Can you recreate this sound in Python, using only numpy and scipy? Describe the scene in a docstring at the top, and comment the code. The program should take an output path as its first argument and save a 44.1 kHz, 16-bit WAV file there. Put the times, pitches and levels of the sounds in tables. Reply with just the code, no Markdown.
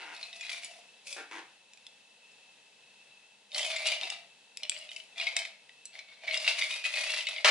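"""Ice in a drinking glass

In a quiet furnished room a glass is raised, tipped for a sip, lowered, swirled and set down hard
on a table. Each move sends the ice sliding: a shower of tiny hits rings the glass, the air inside
hoots under the rattle, and single cubes clink on the wall. Something creaks softly early on."""
import sys
import numpy as np
from scipy import signal
from scipy.fft import rfft, irfft, next_fast_len
from scipy.io import wavfile
from scipy.ndimage import uniform_filter1d, map_coordinates

SR = 44100
rng = np.random.default_rng(int(sys.argv[2]) if len(sys.argv) > 2 else 0)


def pcm_store(signal):
    """Save signal as 16-bit PCM."""
    levels = np.round(np.clip(np.atleast_2d(signal), -1, 1) * 32767)
    wavfile.write(sys.argv[1], SR, levels.astype(np.int16).T)


N = 331014

# Slides of the loose ice. Each row: start in seconds, length in seconds, relative level in dB,
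# hardness (treble) in dB, hollow air in dB (both added to that level), strongest ring in Hz.
ICE_SLIDES = [ (0.005, 0.0089, -43.5, -20, -16, 2640), (0.148, 0.12, -45.5, -9, -14.5, 2560),
              (0.333, 0.027, -46, -5.5, -14.5, 2620), (0.417, 0.087, -39.5, -15, -24, 2490),
              (0.502, 0.05, -37, -7.5, -22, 2332), (0.636, 0.014, -45, -4, -12.5, 2980),
              (0.712, 0.056, -54.5, -2.5, -0.5, 2593), (1.07, 0.08, -44, -0.5, -17, 2568),
              (3.549, 0.131, -33.5, -6, -11.5, 3070), (3.694, 0.14, -34.5, -12.5, -13, 2294),
              (3.86, 0.049, -27, -12.5, -13, 2890), (4.02, 0.1, -37, -15, -12.5, 2725),
              (4.616, 0.017, -47, -24, -11.5, 2344), (4.723, 0.11, -45, -10.5, -15.5, 2840),
              (4.91, 0.086, -51.5, -3, -15, 2896), (5.182, 0.11, -35, -18.5, -15.5, 2400),
              (5.368, 0.028, -33.5, -12.5, -14, 2195), (5.44, 0.026, -51.5, -7, -9, 2120),
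              (5.934, 0.054, -48.5, -14, -13.5, 2270), (6.083, 0.073, -52.5, -27, -18, 2210),
              (6.234, 0.038, -44, -33, -8, 2310), (6.275, 0.039, -37, -18, -11.5, 2150),
              (6.336, 0.019, -31.5, -14, -14.5, 2820), (6.407, 0.055, -37, -8, -13, 2870),
              (6.458, 0.044, -26, -14, -20, 2768), (6.585, 0.048, -29, -10, -22, 2230),
              (6.707, 0.039, -31.5, -9.5, -23, 2530), (6.851, 0.016, -30.5, -11.5, -22.5, 2520),
              (6.94, .11, -30.5, -9.5, -17, 2480), (7.08, .11, -30.5, -10.5, -18.5, 2720),
              (7.272, 0.012, -31.5, -13, -18.5, 2594), (7.33, 0.088, -43, -12, -10.5, 2130)]
# The hand-damped glass with its ice. Each row: mode in Hz, level in dB, nominal t60 in seconds.
GLASS_MODES = [(2073, 5, 0.023), (2311, 1, 0.053), (2517, -2, 0.1), (2950, 1.5, 0.026), (3306, 2.5, 0.023),
               (3608, 1.5, 0.051), (3927, 0.5, 0.056), (4197, -6.5, 0.021), (4670, 3.5, 0.022),
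               (5296, 4, 0.034), (5790, 3.5, 0.015), (7220, -3.5, 0.059), (7980, -3.5, 0.037),
               (8860, -9, 0.039), (9950, -9.5, 0.024)]
# The hoot of the air inside, lower when partly covered. Each row: time in seconds, pitch in Hz.
AIR_PITCH = [(0, 673), (.8, 684), (1.1, 556), (3.55, 627), (3.7, 651), (3.88, 638), (4.05, 700), (4.7, 608),
             (5.3, 701), (5.5, 654), (6.3, 634), (7, 613), (7.4, 630)]
# Tone of ice scraping on glass. Each row: frequency in Hz, level in dB.
SCRAPE_EQ = [(300, -44), (900, -8), (1500, -9), (2500, -1.5), (4500, 2.5), (6500, -9), (11000, -23)]
# Tone of hard edges ticking. Each row: frequency in Hz, level in dB.
EDGE_EQ = [(2500, -21), (5000, 3), (6000, 2), (7200, -1.5), (8000, -1), (9200, -4.5), (10200, 0.5),
           (11000, -8.5)]
# Single clinks. Each row: start in seconds, relative level in dB, strongest ring in Hz,
# hardness (treble) in dB, damping factor.
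CLINK_CUES = [(.1645, -36.5, 3830, -30, 0.98), (0.229, -29, 4144, -37, .7), (.3287, -36.5, 3870, -28, 0.71),
              (.4095, -30.5, 2470, -7.5, 0.79), (0.4938, -28, 2540, -25, 0.87),
              (0.6342, -31.5, 2236, -14, 1.6), (.646, -28, 9220, -16, 0.82), (1.1272, -27, 3406, 2, 1.1),
              (1.7345, -41.5, 2430, 4, 1.5), (1.7739, -45, 2460, -13, 1.8),
              (1.8668, -33.5, 3460, -8.5, 1.44), (2.318, -54, 7500, -4, 1.9), (3.518, -35, 3680, -27, 1.2),
              (3.5461, -24, 4200, -25, 0.62), (3.5803, -20, 4350, -12.5, 1.1),
              (3.5936, -20.5, 2050, -12, 0.96), (3.6296, -21.5, 3250, -16, 1),
              (3.6494, -23.5, 3075, -23, .9), (3.7164, -24.5, 3500, -26, 1.4),
              (3.7632, -24, 2110, -16, 0.91), (3.8693, -17.5, 2820, -5.5, 0.69),
              (3.922, -23, 2376, -28, 0.9), (4.0123, -24, 2880, -17, 2.3), (4.033, -25.5, 3715, -32, 1.5),
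              (4.1016, -22.5, 2840, -8, 1.8), (4.572, -26.5, 3460, -3, 2.3), (4.633, -24, 3010, -22, 1.2),
              (4.6514, -35, 2860, -30, 1.8), (4.6958, -18.5, 3370, -38, 3.3),
              (4.6963, -14.5, 7760, -10.5, 3.2), (4.7183, -30, 2400, -43, 2.4),
              (4.764, -31.5, 3000, -38, 1.4), (4.7884, -37.5, 7900, -12, 1.2),
              (4.8905, -34, 2940, -33, 1.1), (4.916, -32.5, 3080, -25, 1.2), (4.9626, -30, 2980, -21, 1.6),
              (5.0005, -35, 2980, -39, 1), (5.1991, -23.5, 2460, -26, 0.91),
              (5.2124, -23.5, 2816, -27, 0.52), (5.2687, -19.5, 2190, -34, 1.1),
              (5.3659, -14.5, 2120, -8, 1.6), (5.3904, -23.5, 2160, -14, 1.2),
              (5.4515, -27, 2085, -29, 2.7), (5.693, -42, 1935, -31, 2.4), (5.8546, -32, 7700, -2, 0.59),
              (5.9523, -37, 2090, -56, 1.2), (5.9905, -31.5, 2294, -27, 1.1),
              (6.2796, -23.5, 2273, -48, .4), (6.3106, -23.5, 2202, -39, 0.56),
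              (6.3425, -18, 2830, -21, 0.74), (6.3735, -22.5, 5030, -22, 1), (6.4772, -14, 2770, -28, 0.88),
              (6.6154, -19, 2040, -29, 1.2), (6.6228, -21, 2150, -53, 0.56), (6.7121, -25, 2970, -26, 1.3),
              (6.842, -23.5, 2506, -40, 1.4), (6.8516, -20.5, 2544, -57, 0.69),
              (6.9386, -23.5, 2560, -24, 0.59), (6.972, -23.5, 1910, -45, 0.85),
              (7.1201, -24, 4170, -22, 1.2), (7.207, -25, 2840, -23, 0.85),
              (7.2691, -21.5, 2934, -25, 0.79), (7.3627, -26.5, 2100, -43, 1.1),
              (7.3811, -28, 2132, -52, 0.53)]
# The base lands and the ice jumps. Each row: start in seconds, relative level in dB.
LANDING_HITS = [(7.446, -9.5), (7.457, -11), (7.471, -15), (7.477, -11.5), (7.484, -12), (7.502, -32)]
# Tone of glass on the table top. Each row: frequency in Hz, level in dB.
TABLE_EQ = [(35, -55), (120, -44), (250, -36), (420, -21), (632, -1), (804, -12), (1390, -3), (1510, -14),
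            (1760, 1), (2010, -5), (2190, 3), (2610, -5), (2850, -0.5), (3460, -8), (3950, -3.5),
            (11000, -28), (14300, -67), (22000, -120)]
# Creaks. Each row: start in seconds, length in seconds, slips a second, relative level in dB.
CREAK_CUES = [(0, 0.14, 167, -49.5), (1.164, 0.047, 180, -47.5), (1.311, 0.09, 100, -47.5)]
# Tone of the creaks. Each row: frequency in Hz, level in dB.
CREAK_EQ = [(71, -62), (120, -33), (303, -7.5), (418, -5), (576, -8), (873, 0.5), (1200, -5.5), (1430, 0.5),
            (2470, -3), (2820, -6.5), (11000, -27.5), (14300, -71), (22000, -120)]
# Soft handling bumps. Each row: start in seconds, relative level in dB, pitch in Hz.
BUMP_CUES = [(4.012, -61, 180), (4.035, -54.5, 325), (4.049, -50.5, 380), (5.2, -69, 90), (5.331, -50, 530),
             (7.118, -59, 115)]
# Reverb length. Each row: frequency in Hz, t60 in seconds.
REVERB_T60 = [(200, 0.38), (1000, 0.43), (3000, 0.38), (10000, 0.24)]
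# Tone of the room's noise bed. Each row: frequency in Hz, level in dB.
BED_EQ = [(18, -84), (30, -54), (157, -21), (206, -11), (346, -15.5), (480, -6), (600, -9), (930, -7.5),
          (1160, -17), (1950, -10), (2440, -12), (2690, -10), (3000, -6.5), (3800, -8.5), (5000, -14.5),
          (9250, -22.5), (11000, -27), (14300, -80), (22000, -120)]
# Narrow bands in the bed. Each row: centre in Hz, width in Hz, nominal level in dB.
BED_BANDS = [(138.2, 30, -89), (204, 35, -85.5), (2632, 125, -65), (3950, 130, -75)]
# Stereo placement. Each row: frequency in Hz, phase lead of the left in radians (negative: it lags).
LEFT_LEAD = [(100, -0.35), (600, -0.39), (2000, -0.49), (3500, -0.54), (5000, -1.3), (10000, -1.17)]


def sliding_ice(hits_per_s=340, spread_db=4.0, drift=0.0422, ring_t60=0.052, air_t60=0.054):
    """Sliding cubes shower the glass with tiny hits that ring its wall, scratch it and stir the air."""
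    t = np.arange(N) / SR
    coarse = t[::64]
    rattle_gain, edge_gain, air_gain, ring_hz = [np.interp(t, coarse, c) for c in slide_motion(coarse)]
    hits = (rng.random(N) < hits_per_s / SR) * amp(spread_db * rng.standard_normal(N))

    def pushes(apart):
        """Every hit pushes each resonance with a strength of its own."""
        return hits * np.tile(stereo_noise(N // 8 + 1, apart), 8)[:, :N]

    body = sum(amp(db) * resonate(pushes(apart=0.34), hz * np.exp(drift * wobble(N, 9)), t60)
               for hz, db, t60 in GLASS_MODES[:9])  # the lowest modes shift with the ice
    ring = resonate(pushes(apart=0.22), ring_hz, ring_t60)
    scratch = decay(hits, t60=0.049)
    scrape = eq(scratch * stereo_noise(N, 0.93), SCRAPE_EQ)
    edges = eq(scratch * stereo_noise(N, 0.93), EDGE_EQ)
    hoot = resonate(pushes(apart=0.098), np.interp(t, *np.transpose(AIR_PITCH)), air_t60)
    blend = unit_rms(body) + amp(-1) * unit_rms(ring) + amp(-4) * unit_rms(scrape)
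    rattle = rattle_gain * hold_level(blend, span_s=0.03)
    ticks = amp(1) * edge_gain * hold_level(edges, span_s=0.049)
    air = air_gain * hold_level(high_pass(hoot, 700), span_s=0.047)
    return high_pass(amp(-4) * (rattle + ticks), 740) + high_pass(amp(-2.5) * air, 420)


def slide_motion(t, rise_db_per_s=748, sag_db_per_s=13, settle_db_per_s=209):
    """Rattle, edge and air gains, and ring pitch: each slide starts fast, slackens and comes to rest."""
    start, length, db, hard_db, air_db, ring_hz = np.transpose(ICE_SLIDES)[:, :, None]
    age = t - start
    attack_db = rise_db_per_s * np.maximum(-age, 0)
    sag_db = sag_db_per_s * np.clip(age, 0, length)
    release_db = settle_db_per_s * np.maximum(age - length, 0)
    power = amp(db - attack_db - sag_db - release_db) ** 2 + 1e-20
    gains = [np.sqrt(np.sum(power * amp(trim_db) ** 2, 0))
             for trim_db in (0, np.minimum(hard_db, 3), air_db)]
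    return *gains, np.sum(power * ring_hz, 0) / power.sum(0)


def clinks():
    """Single cubes drop against the wall of the glass."""
    out = np.zeros((2, N))
    for start, db, ring_hz, hard_db, damping in CLINK_CUES:
        clink = ice_hit(ring_hz, hard_db, ring_db=9.5, ring_cycles=139, damping=damping, crack_db=10)
        add(out, start, amp(db + 2.5) * clink)
    return high_pass(out, 1470)


def ice_hit(ring_hz, hard_db, ring_db, ring_cycles, damping, crack_db, detune=0.0306, stereo_db=3.5):
    """One blow of ice on glass, peak 1: every spot weights the modes anew; harder blows are brighter."""
    t = np.arange(SR // 24) / SR
    hz, db, t60 = np.transpose(GLASS_MODES)
    hz = hz * np.exp(detune * rng.standard_normal(len(hz)))
    treble_share = 1 / (1 + (5200 / hz) ** 6)
    db = db + min(hard_db + 14, 12) * treble_share + 3 * rng.standard_normal(len(hz))
    db = db - 9 * np.maximum(np.log2(ring_hz / hz), 0)  # a stiff spot hardly stirs modes below its ring
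    hz, db, t60 = np.r_[hz, ring_hz], np.r_[db, ring_db], np.r_[t60, ring_cycles / ring_hz]
    gains = amp(db + stereo_db * rng.standard_normal((2, len(hz)))) * rng.choice([-1, 1], len(hz))
    modes = np.sin(2 * np.pi * hz[:, None] * t) * amp(-60 * max(damping, 0.3) * t / t60[:, None])
    crack = amp(crack_db + 0.62 * hard_db - 60 * t / 0.0067) * stereo_noise(len(t), 0.99)
    attack = 1 - np.exp(-t / 0.00011)
    hit = (gains @ modes + crack) * attack
    return hit / np.abs(hit).max()


def landing(body_t60=0.15, crack_t60=0.0058):
    """The base hits the table top, which rings densely while the ice bounces."""
    out, t = np.zeros((2, N)), np.arange(SR // 8) / SR
    envelope = amp(-60 * t / body_t60) + amp(-60 * t / crack_t60)
    for start, db in LANDING_HITS:
        knock = eq(stereo_noise(len(t), 0.51) * envelope, TABLE_EQ)
        bounce = ice_hit(ring_hz=2145, hard_db=-21, ring_db=10, ring_cycles=66, damping=0.84, crack_db=2)
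        add(out, start, amp(db + 1) * knock / np.abs(knock).max())
        add(out, start, amp(db - 11) * bounce)
    return out


def creaks(jitter=0.08, variation=0.9, tick_t60=0.034):
    """Stick and slip: short uneven trains of dull ticks, each a little different."""
    out, t = np.zeros((2, N)), np.arange(SR // 40) / SR
    for start, length, rate, db in CREAK_CUES:
        common = stereo_noise(len(t), 0.18)
        train = np.zeros((2, int(length * SR) + 2 * len(t)))
        for slip in np.arange(0, length, 1 / rate):
            tick = (common + variation * stereo_noise(len(t), 0.53)) * amp(-60 * t / tick_t60)
            onset = slip + jitter * rng.standard_normal() / rate
            add(train, onset, amp(0.3 * rng.standard_normal()) * tick)
        add(out, start, amp(db - 0.5) * unit_rms(eq(train, CREAK_EQ)))
    return high_pass(out, 210)


def bumps(t60=0.045, attack_s=0.0036):
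    """Dull low handling knocks, each a damped sine with a soft front."""
    out, t = np.zeros((2, N)), np.arange(SR // 6) / SR
    attack = 1 - np.exp(-t / attack_s)
    for start, db, hz in BUMP_CUES:
        add(out, start, amp(db + 4 - 60 * t / t60) * attack * np.sin(2 * np.pi * hz * t)[None])
    return out


def reverb(send, predelay_s=0.005, narrow_below_hz=1500):
    """The walls answer; the moving glass drifts into new echoes every third of a second."""
    out, step = np.zeros((2, N)), SR // 3
    for centre in range(0, N + step, step):
        start, stop = max(centre - step, 0), min(centre + step, N)
        piece = send[:, start:stop] * np.cos(np.pi / 2 * (np.arange(start, stop) - centre) / step)
        hz, t, (mid, side) = signal.stft(rng.standard_normal((2, SR // 2)), SR, nperseg=256)
        width = np.pi / 4 * hz[:, None] / (hz[:, None] + narrow_below_hz)
        mid, side = mid * np.cos(width), side * np.sin(width)
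        fade = amp(-60 * t / curve_at(REVERB_T60, hz)[:, None])
        tail = signal.istft(np.array([mid + side, mid - side]) * fade, SR, nperseg=256)[1]
        echoes = signal.fftconvolve(piece, tail / np.linalg.norm(tail[0]), axes=1)
        add(out, start / SR + predelay_s, echoes)
    return out


def room_tone(waver_db=1.16, band_waver_db=1.5):
    """A quiet, wavering noise bed, wider in the treble, with narrow bands that swell and fade."""
    shared = rng.standard_normal(N)
    wide = filtered(rng.standard_normal((2, N)), lambda hz: 0.67 + hz / 6000)
    bed = amp(-61.5) * unit_rms(eq(shared + wide, BED_EQ))
    for centre, width, db in BED_BANDS:
        band = filtered(stereo_noise(N, 0.1), lambda hz: 1 / (1 + ((hz - centre) / width * 2) ** 2))
        bed += amp(db + band_waver_db * wobble(N, 7)) * unit_rms(band)
    return bed * amp(waver_db * wobble(N, 4.236))


def amp(db):
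    """Decibels to gain."""
    return 10 ** (np.asarray(db) / 20)


def unit_rms(x):
    """Scale to rms 1."""
    return x / np.sqrt(np.mean(x ** 2) + 1e-20)


def hold_level(x, span_s):
    """Ride stereo x to rms 1 over about span_s seconds."""
    size = max(int(span_s * SR), 2)
    power = np.abs(uniform_filter1d(uniform_filter1d(np.mean(x ** 2, 0), size), size))
    return x / np.sqrt(power + power.mean() / 1000 + 1e-20)


def stereo_noise(n, apart):
    """Shared noise plus some of each channel's own; apart widens it."""
    return unit_rms(rng.standard_normal(n) + apart * rng.standard_normal((2, n)))


def wobble(n, rate):
    """A smooth random curve of n samples, rate knots a second."""
    knots = rng.standard_normal(256)
    at = np.arange(0, n, 64)
    return np.interp(np.arange(n), at, map_coordinates(knots, [at * rate / SR], mode="wrap"))


def curve_at(points, hz):
    """(Hz, value) points read on a log axis."""
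    point_hz, values = np.transpose(points)
    return np.interp(np.log(hz + 1), np.log(point_hz + 1), values)


def filtered(x, response):
    """Shape x with a function of frequency."""
    n = x.shape[-1]
    size = next_fast_len(n + 8192)
    return irfft(rfft(x, size) * response(np.fft.rfftfreq(size, 1 / SR)), size)[..., :n]


def eq(x, points, size=2048):
    """Minimum-phase EQ through (Hz, dB) points."""
    cepstrum = irfft(np.log(amp(curve_at(points, np.fft.rfftfreq(size, 1 / SR)))))
    causal_fold = np.r_[1, np.full(size // 2 - 1, 2), np.zeros(size // 2)]
    impulse = irfft(np.exp(rfft(cepstrum * causal_fold)))
    return signal.fftconvolve(x, impulse[None], axes=1)[:, :x.shape[1]]


def high_pass(x, edge_hz):
    """Low cut: small objects radiate little bass."""
    return signal.sosfilt(signal.butter(3, edge_hz, "high", fs=SR, output="sos"), x)


def decay(x, t60):
    """Give each sample a tail that falls 60 dB in t60 seconds."""
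    return signal.lfilter([1], [1, -amp(-60 / (t60 * SR))], x)


def resonate(x, hz, t60):
    """One resonance whose pitch follows hz."""
    phase = (2 * np.pi * (np.cumsum(hz) / SR % 1)).astype(np.float32)
    turn = np.cos(phase) + 1j * np.sin(phase)
    return np.imag(turn * decay(x * turn.conj(), t60))


def add(track, start_s, sound):
    """Mix a sound into a track at its cue."""
    start = min(max(round(start_s * SR), 0), track.shape[1])
    part = sound[:, :track.shape[1] - start]
    track[:, start:start + part.shape[1]] += part


def scene():
    """The mix: the glass is close, a little off centre; the creaks sit farther back."""
    glass, clinking, creaking = sliding_ice() + landing(), clinks(), creaks()
    echo = reverb(amp(-4.5) * glass + amp(-9.5) * clinking + amp(-3) * creaking)
    mix = glass + clinking + creaking + bumps() + echo + room_tone()
    sides = np.array([[1], [-1]])  # opposite phase and level offsets, left and right
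    return filtered(mix, lambda hz: np.exp(0.5j * curve_at(LEFT_LEAD, hz) * sides)) * amp(0.85 * sides)


def record(dry, top_hz=11200):
    """A steep high cut on the whole mix."""
    return filtered(dry, lambda hz: 1 / np.sqrt(1 + (hz / top_hz) ** 200))


dry = scene()
out = record(dry)
pcm_store(out)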